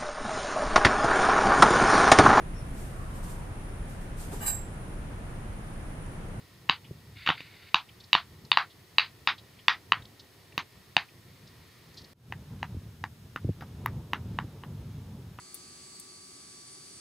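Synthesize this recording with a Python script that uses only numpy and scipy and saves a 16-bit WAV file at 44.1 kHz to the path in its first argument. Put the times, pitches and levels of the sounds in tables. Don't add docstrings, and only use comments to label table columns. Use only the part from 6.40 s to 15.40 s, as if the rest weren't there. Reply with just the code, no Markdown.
import sys
import numpy as np
from scipy import signal
from scipy.fft import rfft, irfft, next_fast_len
from scipy.io import wavfile
from scipy.ndimage import uniform_filter1d, minimum_filter1d, map_coordinates

SR = 44100
rng = np.random.default_rng(int(sys.argv[2]) if len(sys.argv) > 2 else 0)


def bounce(signal):
    frames = np.transpose(np.atleast_2d(signal))
    limited = np.clip(frames, -1, 1)
    pcm = np.round(limited * 32767).astype(np.int16)
    wavfile.write(sys.argv[1], SR, pcm)


N = 396879

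POPS = [(0.291, -24, 1060, -6, -2, -21, -25, -18, -13, -60),
        (0.2957, -9, 990, -5.5, -9.5, -1.5, -30, -27, -8.5, -28.5),
        (0.8624, -25, 1010, -13, -12, -8, -24, -10, 7, -47),
        (0.8736, -20, 1250, -3.5, -6, 0.5, -39, -20, 0.5, -39),
        (0.8894, -13, 814, -4.5, -15.5, -5.5, -34, -14, -2.5, -28.5),
        (0.9015, -24, 1300, 4, 3, -8, -33, -20, -15, -28),
        (1.0049, -35, 1010, -14, -12, -1.5, -18.5, -15, -6, -43),
        (1.3438, -7.5, 1085, -4.5, -16, -2, -27, -17, -9.5, -33),
        (1.73, -1.5, 1060, -12.5, -12.5, -1.5, -26, -9.5, -13.5, -43),
        (1.7504, -14, 1007, 3, -3.5, 3.5, -36, -20.5, -12, -31.5),
        (2.1164, -6.5, 1040, -6.5, -9.5, 4, -29.5, -17.5, -16, -39),
        (2.172, -12, 1006, 2.5, -4, -1, -32, -25.5, -7, -44),
        (2.583, -1.5, 1086, -11, -12, 0.5, -27, -14, -13, -43),
        (2.8732, -13.5, 1043, -5, -7, 2, -30, -29, -1, -41),
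        (3.282, -8.5, 1030, -5, -5.5, 3, -27, -27.5, -6.5, -40),
        (3.5205, -3.5, 1138, -2.5, -6.5, -7.5, -30, -23.5, -21.5, -34),
        (4.1779, -18.5, 1059, -5.5, -11.5, -0.5, -17, -10.5, -5, -32),
        (4.5662, -8, 815, -5.5, -7, -1, -23.5, -30.5, -13, -29),
        (5.9233, -30.5, 885, 0.5, 3.5, -9.5, -28, -6, -13.5, -40),
        (6.2288, -27, 855, 3.5, 1, -8, -29, -16, -11, -36.5),
        (6.639, -33.5, 916, 9.5, 8.5, -1.5, -26.5, -10, -12, -38),
        (6.9603, -32, 1296, 6.5, -3, -6, -25, -4.5, -10, -34.5),
        (7.2083, -47, 1400, 1.5, 3, 1, -19, 2, -1, -51),
        (7.222, -50.5, 836, 13, -0.5, -9.5, -22, 0, 2.5, -39),
        (7.4597, -33.5, 1047, 15.5, 12.5, 0.5, -27, 9.5, -15.5, -40),
        (7.7328, -20, 987, 0.5, -2, -8, -27.5, -4, -10.5, -32),
        (7.9873, -27, 984, 8, 3, -7.5, -32.5, -15, -14.5, -32.5),
        (8.2357, -40.5, 1000, 4.5, -0.5, -11.5, -35.5, -3, -8.5, -48),
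        (8.987, -42, 1156, 9.5, -8.5, -12.5, -28.5, -11, -3.5, -47)]
# frequency in Hz, density in dB.
HISS = [(2940, -42), (5000, -3.5), (7010, -4.5), (12300, -4.5), (14300, -4.5), (15600, -6), (15750, -43),
        (17000, -60.5)]
HISS_DB = -70


def dome_pops():
    # frequency in Hz, level in dB, time to -60 dB in seconds.
    dome_modes = [(1831, -1, 0.005), (2757, -0.5, 0.0042), (3774, -8.5, 0.0076), (4645, -16, 0.007)]
    # delay in seconds, level in dB.
    walls = [(0.0109, -18.5), (0.0125, -19.5), (.021, -29)]
    out, t = np.zeros(N), np.arange(SR // 50) / SR
    upper_hz, upper_db, upper_t60_s = np.transpose(dome_modes)
    t60_s = np.append(0.0054, upper_t60_s)[:, None]
    for start_s, db, first_hz, first_db, second_db, high_db, crack_db, treble_db, room_db, _ in POPS:
        levels = amp(db + np.append(0, upper_db) + [first_db, second_db, 0, high_db, high_db])[:, None]
        strength = np.linalg.norm(levels)
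        detune = 1 + 0.025 * rng.standard_normal(t60_s.shape)
        mode_hz = np.append(first_hz, upper_hz)[:, None] * detune
        phase = 2 * np.pi * mode_hz * (t - .001) + .4 * rng.standard_normal(t60_s.shape)
        pop = (levels * np.sin(phase) * amp(-60 * (t / t60_s) ** 3)).sum(axis=0)
        pop *= 1 - np.exp(-(t / 0.0005) ** 3)
        crack = amp(crack_db) * strength * rubber_crack(t, treble_db)
        first_pulse = pop * np.exp(-(t / 0.0014) ** 4)
        tail = room_tail(strength, first_wall_s=walls[0][0])
        for delay_s, wall_db in walls:
            add(out, start_s + delay_s + rng.normal(0, .0004), amp(wall_db + rng.normal(0, 1.5)) * pop)
        add(out, start_s, pop + crack)
        reverb = signal.fftconvolve(first_pulse + 0.061 * pop + 0.75 * crack, tail)
        add(out, start_s, amp(room_db) * reverb)
    return butter(out, "high", hz=700, order=4)


def rubber_crack(t, treble_db, crack_hz=5500, treble_hz=12600):
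    def response(f):
        return band(f, crack_hz, 0.26) + amp(treble_db) * band(f, treble_hz, .2) + .05 * (f > crack_hz)
    burst = filtered(unit(rng.standard_normal(len(t))), response)
    return burst * t / 0.00064 * np.exp(1 - t / 0.0011)


def room_tail(strength, first_wall_s):
    # frequency in Hz, gain in dB.
    room_colour = [(520, -15.5), (680, 0), (1100, 1.5), (1900, 4), (2800, -6.5), (3900, 2.5), (4900, 2),
                   (6500, 0), (8500, -13)]
    t = np.arange(SR // 4) / SR
    decay_s = np.clip(0.16 + 0.082 * np.log10(strength), 0.05, 1)
    age = t / decay_s
    tail = coloured(rng.standard_normal(len(t)), room_colour) * amp(-25 * age - 37.4 * age ** 2)
    tail *= np.where(t > first_wall_s, 1, .55)
    return tail / np.linalg.norm(tail)


def thuds():
    # start in seconds, level in dB, first mode in Hz.
    lone_knocks = [(0.509, -28, 142), (0.762, -42.5, 95), (6.345, -27, 106.6), (6.366, -26, 83.5),
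                   (7.046, -17.5, 109), (7.069, -28, 87.6), (7.081, -32, 130), (7.09, -15.5, 151),
                   (7.098, -19.5, 99), (7.943, -25.5, 91), (8.042, -27.5, 111)]
    # frequency in Hz, level in dB.
    table_modes = [(168, -2), (290, 1.5), (460, 0.5)]
    out = np.zeros(N)
    for start_s, db, hz in lone_knocks:
        add(out, start_s, knock(db, [(hz, 0), (2.5 * hz, -3.5)]))
    out = butter(out, "low", hz=610, order=4)
    for start_s, *_, thud_db in POPS:
        add(out, start_s, knock(thud_db, table_modes))
    return butter(out, "high", hz=60, order=2)


def knock(db, modes, t60_cycles=6.7):
    hz, mode_db = np.transpose(modes)[..., None]
    cycles = np.arange(SR // 10) / SR * hz
    swell = 1 - np.exp(-(cycles / .2) ** 2)
    decay = amp(db + mode_db - 60 * cycles / t60_cycles)
    return (decay * swell * np.sin(2 * np.pi * cycles)).sum(axis=0)


def finger_peels():
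    # start in seconds, level in dB, centre in Hz, rise time in seconds.
    peels = [(0.442, -57, 2800, 0.0084), (1.488, -54.5, 2660, 0.0047), (1.601, -54.5, 4100, 0.0049),
             (1.638, -56.5, 4400, 0.0044), (2.049, -54, 4400, 0.0022), (2.299, -60, 3520, 0.0094),
             (2.978, -53, 3660, 0.0072), (3.187, -55.5, 2870, 0.0048), (3.621, -56, 3660, 0.0032),
             (3.653, -50.5, 3880, 0.002), (3.794, -51.5, 4150, 0.0049), (4.122, -54.5, 2200, 0.0028),
             (4.683, -61, 2500, 0.006), (5.069, -58.5, 4460, 0.0068), (5.542, -58, 5200, .003),
             (5.568, -50, 4260, 0.011), (5.615, -56, 4800, 0.003), (5.643, -55, 4500, 0.0031)]
    out, t = np.zeros(N), np.arange(SR // 8) / SR
    for start_s, db, hz, rise_s in peels:
        puff = filtered(rng.standard_normal(len(t)),
                        lambda f: band(f, hz, 0.24) + 0.31 * band(f, hz, 0.51))
        age = t / rise_s
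        add(out, start_s, amp(db) * unit(puff) * age * np.exp(1 - age))
    return out


def hand_slides(edge_s=.025, lowpass_hz=5200):
    # start in seconds, length in seconds, level in dB.
    strokes = [(0.759, 0.27, -53), (0.985, 0.35, -59.5), (4.863, .24, -72)]
    # centre in Hz, width in Hz, level in dB.
    resonances = [(1341, 82, -6.5), (2160, 380, 2), (2930, 250, -2.5), (3606, 360, -2.5), (4710, 330, -3)]
    def response(f):
        modes = sum((-1) ** k * amp(db) * 1j * f * width / (hz * hz - f * f + 1j * f * width)
                    for k, (hz, width, db) in enumerate(resonances))
        return modes / (1 + (f / lowpass_hz) ** 8)
    t = np.arange(N) / SR
    pressure = sum(amp(db) * np.clip(np.minimum(t - s, s + length_s - t) / edge_s + .5, 0, 1)
                   for s, length_s, db in strokes)
    grains = rng.standard_normal(N) * amp(2.9 * wobble(90))
    return pressure * unit(filtered(grains, response))


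def grip_and_room(dip_s=5.735):
    # time in seconds, rumble in dB, murk in dB.
    grip = [(0, -59.5, -67.5), (.9, -58.5, -67.5), (1.5, -62, -66.5), (1.93, -58, -66), (2.4, -61.5, -67.5),
            (3.6, -63, -65.5), (4.4, -59.5, -66), (4.83, -60.5, -68.5), (5.08, -56, -66.5),
            (5.73, -61, -66), (5.74, -49.5, -63), (6.26, -44, -62), (6.72, -49, -64.5), (7.16, -47.5, -64),
            (7.5, -39.5, -53.5), (7.72, -46.5, -55), (7.93, -39.5, -57.5), (8.25, -46.5, -58),
            (8.55, -41.5, -58.5), (9, -48.5, -64.5)]
    # frequency in Hz, density in dB.
    rumble_spectrum = [(15, -61), (25, -26.5), (54, -14), (96, -1), (139, -4), (205, -11), (241, -14.5),
                       (330, -28.5), (430, -52), (730, -120)]
    murk_spectrum = [(150, -30.5), (250, -10.5), (382, -7.5), (680, -18.5), (930, -18.5), (1400, -28.5),
                     (1980, -120)]
    early_room = [(410, -23), (700, -1), (841, -13), (935, -3), (1010, -0.5), (1670, -4), (1850, 4.5),
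                  (2020, -0.5), (2720, -3.5), (4540, -2.5), (7000, -19.5), (9100, -57.5), (15400, -120)]
    late_room = [(350, -33), (600, -15), (905, -8), (1680, -6), (1820, -7.5), (2610, -9.5), (3660, -8.5),
                 (7000, -20), (9100, -38), (15400, -120)]
    grip_db, murk_db = curves(grip)
    late = np.arange(N) > dip_s * SR
    swing_db = grip_db - np.where(late, grip_db[late].mean(), grip_db[~late].mean())
    room_db = np.where(late, -66.5 + 0.29 * swing_db, -66 + .1 * swing_db) + 0.73 * wobble(3.4)
    lumps = wobble(22)
    rumble = unit(amp(1.7 * wobble(5) + 2 * lumps + 0.5 * wobble(45)) * noise(rumble_spectrum))
    murk = unit(amp(wobble(5) + 1.5 * lumps + wobble(30)) * noise(murk_spectrum))
    room = np.where(late, noise(late_room), noise(early_room))
    return amp(grip_db) * rumble + amp(murk_db) * murk + amp(room_db) * room


def amp(db):
    return 10 ** (np.asarray(db) / 20)


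def unit(x):
    return x / np.sqrt(np.mean(x ** 2) + 1e-20)


def curves(rows):
    times_s, *columns = np.transpose(rows)
    return [np.interp(np.arange(N) / SR, times_s, column) for column in columns]


def wobble(rate_hz):
    knots = rng.standard_normal(int(N * rate_hz / SR) + 4)
    return map_coordinates(knots, [np.arange(N) * rate_hz / SR])


def band(f, hz, width):
    return np.exp(-(np.log((f + 1) / hz) / width) ** 2)


def butter(x, kind, hz, order):
    return signal.sosfilt(signal.butter(order, hz, kind, fs=SR, output="sos"), x)


def filtered(x, response):
    size = next_fast_len(x.shape[-1] + 8192)
    return irfft(rfft(x, size) * response(np.fft.rfftfreq(size, 1 / SR)), size)[..., :x.shape[-1]]


def coloured(x, spectrum):
    hz, db = np.transpose(spectrum)
    return filtered(x, lambda f: amp(np.interp(np.log(f + 1), np.log(hz + 1), db)))


def noise(spectrum):
    return unit(coloured(rng.standard_normal(N), spectrum))


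def add(track, start_s, sound):
    part = track[round(start_s * SR):][:len(sound)]
    part += sound[:len(part)]


def scene():
    mid = dome_pops() + finger_peels() + thuds() + hand_slides() + grip_and_room()
    mid += amp(HISS_DB) * noise(HISS)
    side = amp(HISS_DB - 17) * noise(HISS)
    side += amp(-68.5) * noise([(100, -10), (300, -8), (1500, -14), (6000, -15.5), (7000, -61.5)])
    return np.array([mid + side, mid - side])


def record(dry):
    # time in seconds, gain in dB.
    level_dip = [(0, 3), (5.733, 3), (5.737, -21.5), (5.8, -8), (5.9, 1), (6.05, 2)]
    ceiling, top_hz = 1.02, 16570
    dipped = dry * amp(curves(level_dip)[0])
    needed_gain = np.minimum(1, ceiling / (np.abs(dipped).max(axis=0) + 1e-9))
    gain = uniform_filter1d(minimum_filter1d(needed_gain, size=161), size=81)
    limited = np.clip(dipped * gain, -1, 1)
    return np.clip(filtered(limited, lambda f: f < top_hz), -1, 1)


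dry = scene()
out = record(dry)
bounce(out)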